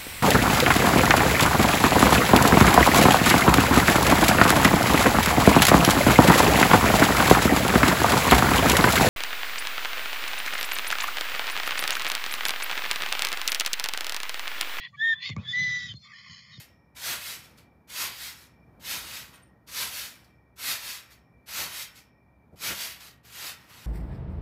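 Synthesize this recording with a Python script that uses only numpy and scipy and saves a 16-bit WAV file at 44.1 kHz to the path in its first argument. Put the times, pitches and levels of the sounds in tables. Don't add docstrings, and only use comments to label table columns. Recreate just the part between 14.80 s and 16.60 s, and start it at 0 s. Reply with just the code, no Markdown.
import sys
import numpy as np
from scipy import signal
from scipy.fft import rfft, irfft
from scipy.io import wavfile

SR = 44100
rng = np.random.default_rng(int(sys.argv[2]) if len(sys.argv) > 2 else 0)


def log_audio(samples):
    frames = np.atleast_2d(samples).T
    limited = np.clip(frames, -1, 1)
    pcm = np.round(limited * 32767).astype(np.int16)
    wavfile.write(sys.argv[1], SR, pcm)


N = 79380
T = np.arange(N) / SR

# time in seconds, pitch in Hz, level in dB, brightness in dB per overtone.
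CLEAR_WHISTLE = [(.165, 1670, -75.5, 7), (.18, 1688, -49, 3.5), (.194, 1710, -39.5, 3),
                 (.214, 1767, -25, 2.5), (.24, 1824, -21.5, -4), (.28, 1837, -20.5, -1),
                 (.322, 1809, -21, 1.5), (.337, 1758, -23, 1), (.348, 1753, -46, 3.5)]
WHEEZY_WHISTLE = [(.728, 1950, -41, -3), (.738, 1961, -27, -8), (.772, 1985, -27, -1.5),
                  (.80, 2017, -25, 1.5), (.86, 1989, -28, -0.5), (.975, 1976, -30.5, 2.5),
                  (1.005, 1962, -37.5, 0.5), (1.06, 1946, -38.5, 2.5), (1.105, 1934, -59.5, 0)]
CLEAR_HARMONICS = [-1, -16, -41.5, -52.5]
WHEEZY_HARMONICS = [0, -16.5, -22]
# start and end in seconds, first and last pitch in Hz, width in Hz,
# level in dB.
SQUEAK_GLIDES = [(0.123, 0.166, 1137, 1206, 40.9, -51.5), (0.125, 0.165, 1910, 1904, 111, -58),
                 (0.138, 0.165, 2300, 2305, 68, -50), (0.183, 0.233, 3350, 3590, 71.2, -39),
                 (0.229, 0.355, 3290, 3260, 146, -44), (0.343, 0.42, 3460, 3500, 45, -45.5),
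                 (0.351, .415, 1770, 1860, 60, -49.5), (0.504, 0.531, 2080, 2195, 110, -41),
                 (0.552, 0.617, 2215, 2557, 172, -54), (0.634, 0.693, 3330, 3467, 174, -44),
                 (0.668, 0.738, 3424, 3550, 110, -33.5), (0.65, 0.746, 1692, 1834, 79, -49.5),
                 (1.079, 1.129, 3160, 3083, 50, -39), (1.088, 1.12, 3530, 3490, 58, -45.5),
                 (1.139, 1.185, 4200, 4240, 90, -52.5), (1.155, 1.287, 4290, 4180, 100, -59.5),
                 (1.142, 1.192, 3580, 3503, 40, -60.5), (1.217, 1.28, 3490, 3540, 40, -56),
                 (1.318, 1.372, 1721, 1918, 82, -48), (1.715, 1.78, 3870, 3610, 162, -52)]

# time in seconds, level in dB, scale on the resonance frequencies, tilt in dB per octave.
RASP_BREATHS = [
    [(0, -10.5, 0.92, 3), (.05, -6, .95, -4), (.072, -14, 0.92, -12), (.085, -26, 0.99, 6.5),
     (.115, -44.5, 0.93, 10), (.17, -33, 0.98, 5.5), (.2, -49.5, 0.77, 19.5)],
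    [(.36, -44, .95, -6), (.405, -16, 0.94, -4), (.433, 1, 0.96, 2.5), (.465, 0, 1.034, 0),
     (.492, -4.5, 1.01, 5.5), (.505, -8, 1.01, 1), (.53, -15, 0.95, 3), (.55, -36.5, 0.96, -5.5),
     (.62, -27.5, 1.28, -6), (.66, -40.5, 0.86, 3)],
]
CLEAR_BREATH = [(.17, -21.5, 0.92, 1.5), (.215, -8, 0.99, 2), (.29, -2.5, 1.0, 2.5),
                (.338, -1.5, 0.97, 0.5), (.358, -13.5, 0.98, -11.5), (.41, -16, 0.9, -7.5)]
WHEEZY_BREATH = [(.59, -21.5, 0.91, 0), (.64, -12, 0.99, -7), (.71, -2.5, 0.97, 4), (.8, -1, 0.94, 2),
                 (.95, 1, 0.98, 0), (1.04, 0, 1, 2.5), (1.115, -2, 0.95, 1.5), (1.145, -18.5, 0.9, -1),
                 (1.17, -27.5, .97, 15.5)]
HISS_BREATH = [(1.15, -34, 0.99, 9.5), (1.21, -17, 1.15, 7.5), (1.25, -3.5, 1.02, 0),
               (1.31, -3.5, 1.07, -8), (1.355, 2, 0.97, 1), (1.45, 1.5, 1.008, -2), (1.52, 6, 0.97, 3),
               (1.58, 2, 0.97, 1), (1.62, -1.5, .99, 5), (1.69, -1.5, .99, -0.5), (1.73, 1.5, .99, -1),
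               (1.8, -7.5, 0.97, 4.5)]
# centre in Hz, width in Hz, level in dB.
OPEN_AIRWAY = [(1113, 110, -60.5), (2053, 142, -38.5), (2534, 270, -46.5), (3220, 850, -41.5),
               (3580, 150, -38.5), (4380, 250, -44.5), (4820, 650, -51.5), (5740, 560, -59.5),
               (6860, 78, -64.5)]
CLEAR_AIRWAY = [(1150, 210, -68.5), (1860, 340, -53), (2530, 140, -61), (3600, 590, -47.5),
                (4970, 160, -65), (5370, 200, -68), (5930, 250, -69.5), (7010, 320, -63.5)]
NARROWED_AIRWAY = [(1200, 65, -65.5), (1485, 98, -62.5), (1774, 78, -58), (2066, 270, -51.5),
                   (2610, 226, -62.5), (3220, 150, -53.5), (3537, 240, -50.5), (3834, 240, -47.5),
                   (4620, 330, -56.5), (5256, 470, -55), (6370, 670, -64), (7064, 350, -64.5)]
STRETCHED_AIRWAY = [(1140, 157, -66.5), (1440, 66, -77.5), (1880, 184, -62.5), (2087, 226, -58.5),
                    (2463, 194, -65.5), (3100, 206, -63), (3317, 350, -64.5), (4298, 270, -61),
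                    (4740, 410, -62), (5360, 390, -64), (6730, 680, -70.5)]

# start in seconds, then thud, snap and ring levels in dB.
NEST_KNOCKS = [(0.4932, -37.5, -28.5, -34.5), (0.5006, -31.5, -23.5, -38.5), (.565, -25.5, -25.5, -25.5),
               (1.139, -38.5, -34, -51), (1.778, -42, -54, -64)]
# frequency in Hz, relative level in dB, seconds to fall by 60 dB.
STICK_MODES = [(518, -39.5, 0.29), (1158, -8, 0.047), (2228, -9, .04)]
# time in seconds, level in dB.
SCUFF_FADER = [(.566, -64), (.58, -48.5), (.61, -59), (.638, -56.5), (.66, -66)]
RUMBLE_FADER = [(0, -61), (.44, -60), (.52, -43.5), (.6, -35), (.64, -53.5), (.69, -45), (.75, -54.5),
                (.81, -40.5), (.88, -44.5), (.95, -54.5), (1.07, -46.5), (1.16, -48.5), (1.22, -62),
                (1.45, -64.5), (1.52, -48), (1.58, -66), (1.8, -53)]
# frequency in Hz, relative noise density in dB.
SCUFF_SPECTRUM = [(200, -14), (350, -10), (500, 5.5), (750, -8.5), (1150, 3.5), (1500, -7.5), (4000, -31)]
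RUMBLE_SPECTRUM = [(20, -61.5), (32, -49), (48, -22), (75, -4), (125, 6), (215, -7), (320, -33),
                   (500, -33.5), (900, -47.5), (2000, -59)]
FOREST_SPECTRUM = [(60, -7.5), (200, 25.5), (330, -4), (520, 9), (800, 2), (1500, -2), (3000, -29.5),
                   (7000, -4.5)]


def whistle(curve, harmonics, jitter, flutter, flutter_hz, throb_db):
    gate, hz, db, brightness = automation(curve)
    phase = phase_of(hz * (1 + jitter * wander(flutter_hz)))
    tone = np.zeros(N)
    for k, level in enumerate(harmonics, 1):
        tremble = 1 + flutter * k * wander(flutter_hz)
        tone += from_db(level + brightness * (k - 1)) * np.sin(k * phase) * tremble
    return np.sqrt(2) * gate * from_db(db + throb_db * wander(110)) * tone


def squeaks(attack_s=0.02, release_s=0.011):
    out = np.zeros(N)
    for start, end, first_hz, last_hz, width_hz, db in SQUEAK_GLIDES:
        envelope = np.clip(np.minimum((T - start) / attack_s, (end - T) / release_s), 0, 1)
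        glide_hz = np.interp(T, [start, end], [first_hz, last_hz])
        out += from_db(db) * envelope * turbulence(glide_hz, width_hz, evenness=0.48)
    return out


def breath(curve, airway, rough_db, rough_hz, swell_db=1.78, sway=.006, drift_hz=14):
    gate, db, scale, tilt = automation(curve)
    air = np.zeros(N)
    for hz, width_hz, level in airway:
        gain = from_db(level + tilt * np.log2(hz / 3000) + swell_db * wander(drift_hz))
        centre_hz = hz * scale * (1 + sway * wander(drift_hz))
        air += gain * turbulence(centre_hz, width_hz, evenness=0.35)
    return gate * from_db(db + rough_db * wander(rough_hz)) * air


def turbulence(hz, width_hz, evenness):
    swing = wander(width_hz / 2, order=3) + 1j * wander(width_hz / 2, order=3)
    swing = swing / (np.abs(swing) + 1e-6) ** evenness
    return unit_rms(np.real(swing * np.exp(1j * phase_of(hz))))


def knocks(snap_band_hz=(830, 6480), fast_drop_s=0.00155, slow_drop_s=0.009, swell_s=0.013):
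    out = np.zeros(N)
    snap_filter = signal.butter(1, snap_band_hz, "band", fs=SR, output="sos")
    for start, thud_db, snap_db, ring_db in NEST_KNOCKS:
        age = np.maximum(T - start, 0)
        thud_hz = 86.4 + 170 * np.exp(-age / slow_drop_s) + 956 * np.exp(-age / fast_drop_s)
        swell = (age / swell_s * np.exp(1 - age / swell_s)) ** 1.69
        thud = swell * np.sin(phase_of(thud_hz * (age > 0)))
        snap = signal.sosfilt(snap_filter, signal.unit_impulse(N, int(start * SR)) + 1e-18)
        ring = sum(from_db(db - 60 * age / t60) * np.sin(2 * np.pi * hz * age)
                   for hz, db, t60 in STICK_MODES)
        out += from_db(thud_db) * thud + from_db(snap_db) * snap / snap.max() + from_db(ring_db) * ring
    return out


def scuff():
    gate, db = automation(SCUFF_FADER)
    return gate * from_db(db) * coloured_noise(SCUFF_SPECTRUM)


def rumble():
    _, db = automation(RUMBLE_FADER)
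    return from_db(db) * coloured_noise(RUMBLE_SPECTRUM)


def trunk_echoes(sound, t60_s=.35, predelay_s=0.02, wet_db=-34.5):
    tail = rng.standard_normal(N) * from_db(-60 * T / t60_s) * (T > predelay_s)
    return from_db(wet_db) * signal.fftconvolve(sound, tail / np.linalg.norm(tail))[:N]


def forest(level_db=-68.5):
    return from_db(level_db) * coloured_noise(FOREST_SPECTRUM)


def automation(curve, fade_s=.004):
    times, *columns = np.transpose(curve)
    gate = np.clip(np.minimum(T - times[0], times[-1] - T) / fade_s + 1, 0, 1)
    return [gate] + [np.interp(T, times, column) for column in columns]


def wander(hz, order=2):
    lowpass = signal.butter(order, np.clip(hz, 2, 5000), fs=SR, output="sos")
    return unit_rms(signal.sosfilt(lowpass, rng.standard_normal(N + 8000))[8000:])


def coloured_noise(spectrum):
    hz, db = np.transpose(spectrum)
    bin_hz = np.maximum(np.arange(N // 2 + 1) * SR / N, 1)
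    gain = from_db(np.interp(np.log(bin_hz), np.log(hz), db))
    return unit_rms(irfft(rfft(rng.standard_normal(N)) * gain, N))


def phase_of(hz):
    return 2 * np.pi * np.cumsum(hz) / SR


def from_db(db):
    return 10 ** (np.asarray(db) / 20)


def unit_rms(x):
    return x / np.sqrt(np.mean(np.abs(x) ** 2) + 1e-20)


def scene():
    voice = whistle(CLEAR_WHISTLE, CLEAR_HARMONICS,
                    jitter=0.0046, flutter=0.037, flutter_hz=149.4, throb_db=0.46)
    voice += whistle(WHEEZY_WHISTLE, WHEEZY_HARMONICS,
                     jitter=0.0034, flutter=0.04, flutter_hz=166, throb_db=1.0)
    voice += squeaks()
    air = sum(breath(rasp, OPEN_AIRWAY, rough_db=2.0, rough_hz=214) for rasp in RASP_BREATHS)
    air += breath(CLEAR_BREATH, CLEAR_AIRWAY, rough_db=1.0, rough_hz=179.2)
    air += breath(WHEEZY_BREATH, NARROWED_AIRWAY, rough_db=2.3, rough_hz=180)
    air += breath(HISS_BREATH, STRETCHED_AIRWAY, rough_db=1.86, rough_hz=89.2)
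    near = voice + air + knocks() + scuff()
    return (near + trunk_echoes(near) + rumble() + forest())[None]


def record(dry):
    low_cut_hz, high_cut_hz, hiss_db, hiss_top_hz = 48, 7300, -88.5, 15700
    x = signal.sosfilt(signal.butter(3, low_cut_hz, "high", fs=SR, output="sos"), dry)
    x = signal.sosfilt(signal.ellip(10, .3, 70, high_cut_hz, fs=SR, output="sos"), x)
    x = x + from_db(hiss_db) * rng.standard_normal(x.shape)
    return signal.sosfilt(signal.ellip(10, .3, 70, hiss_top_hz, fs=SR, output="sos"), x)


dry = scene()
out = record(dry)
log_audio(out)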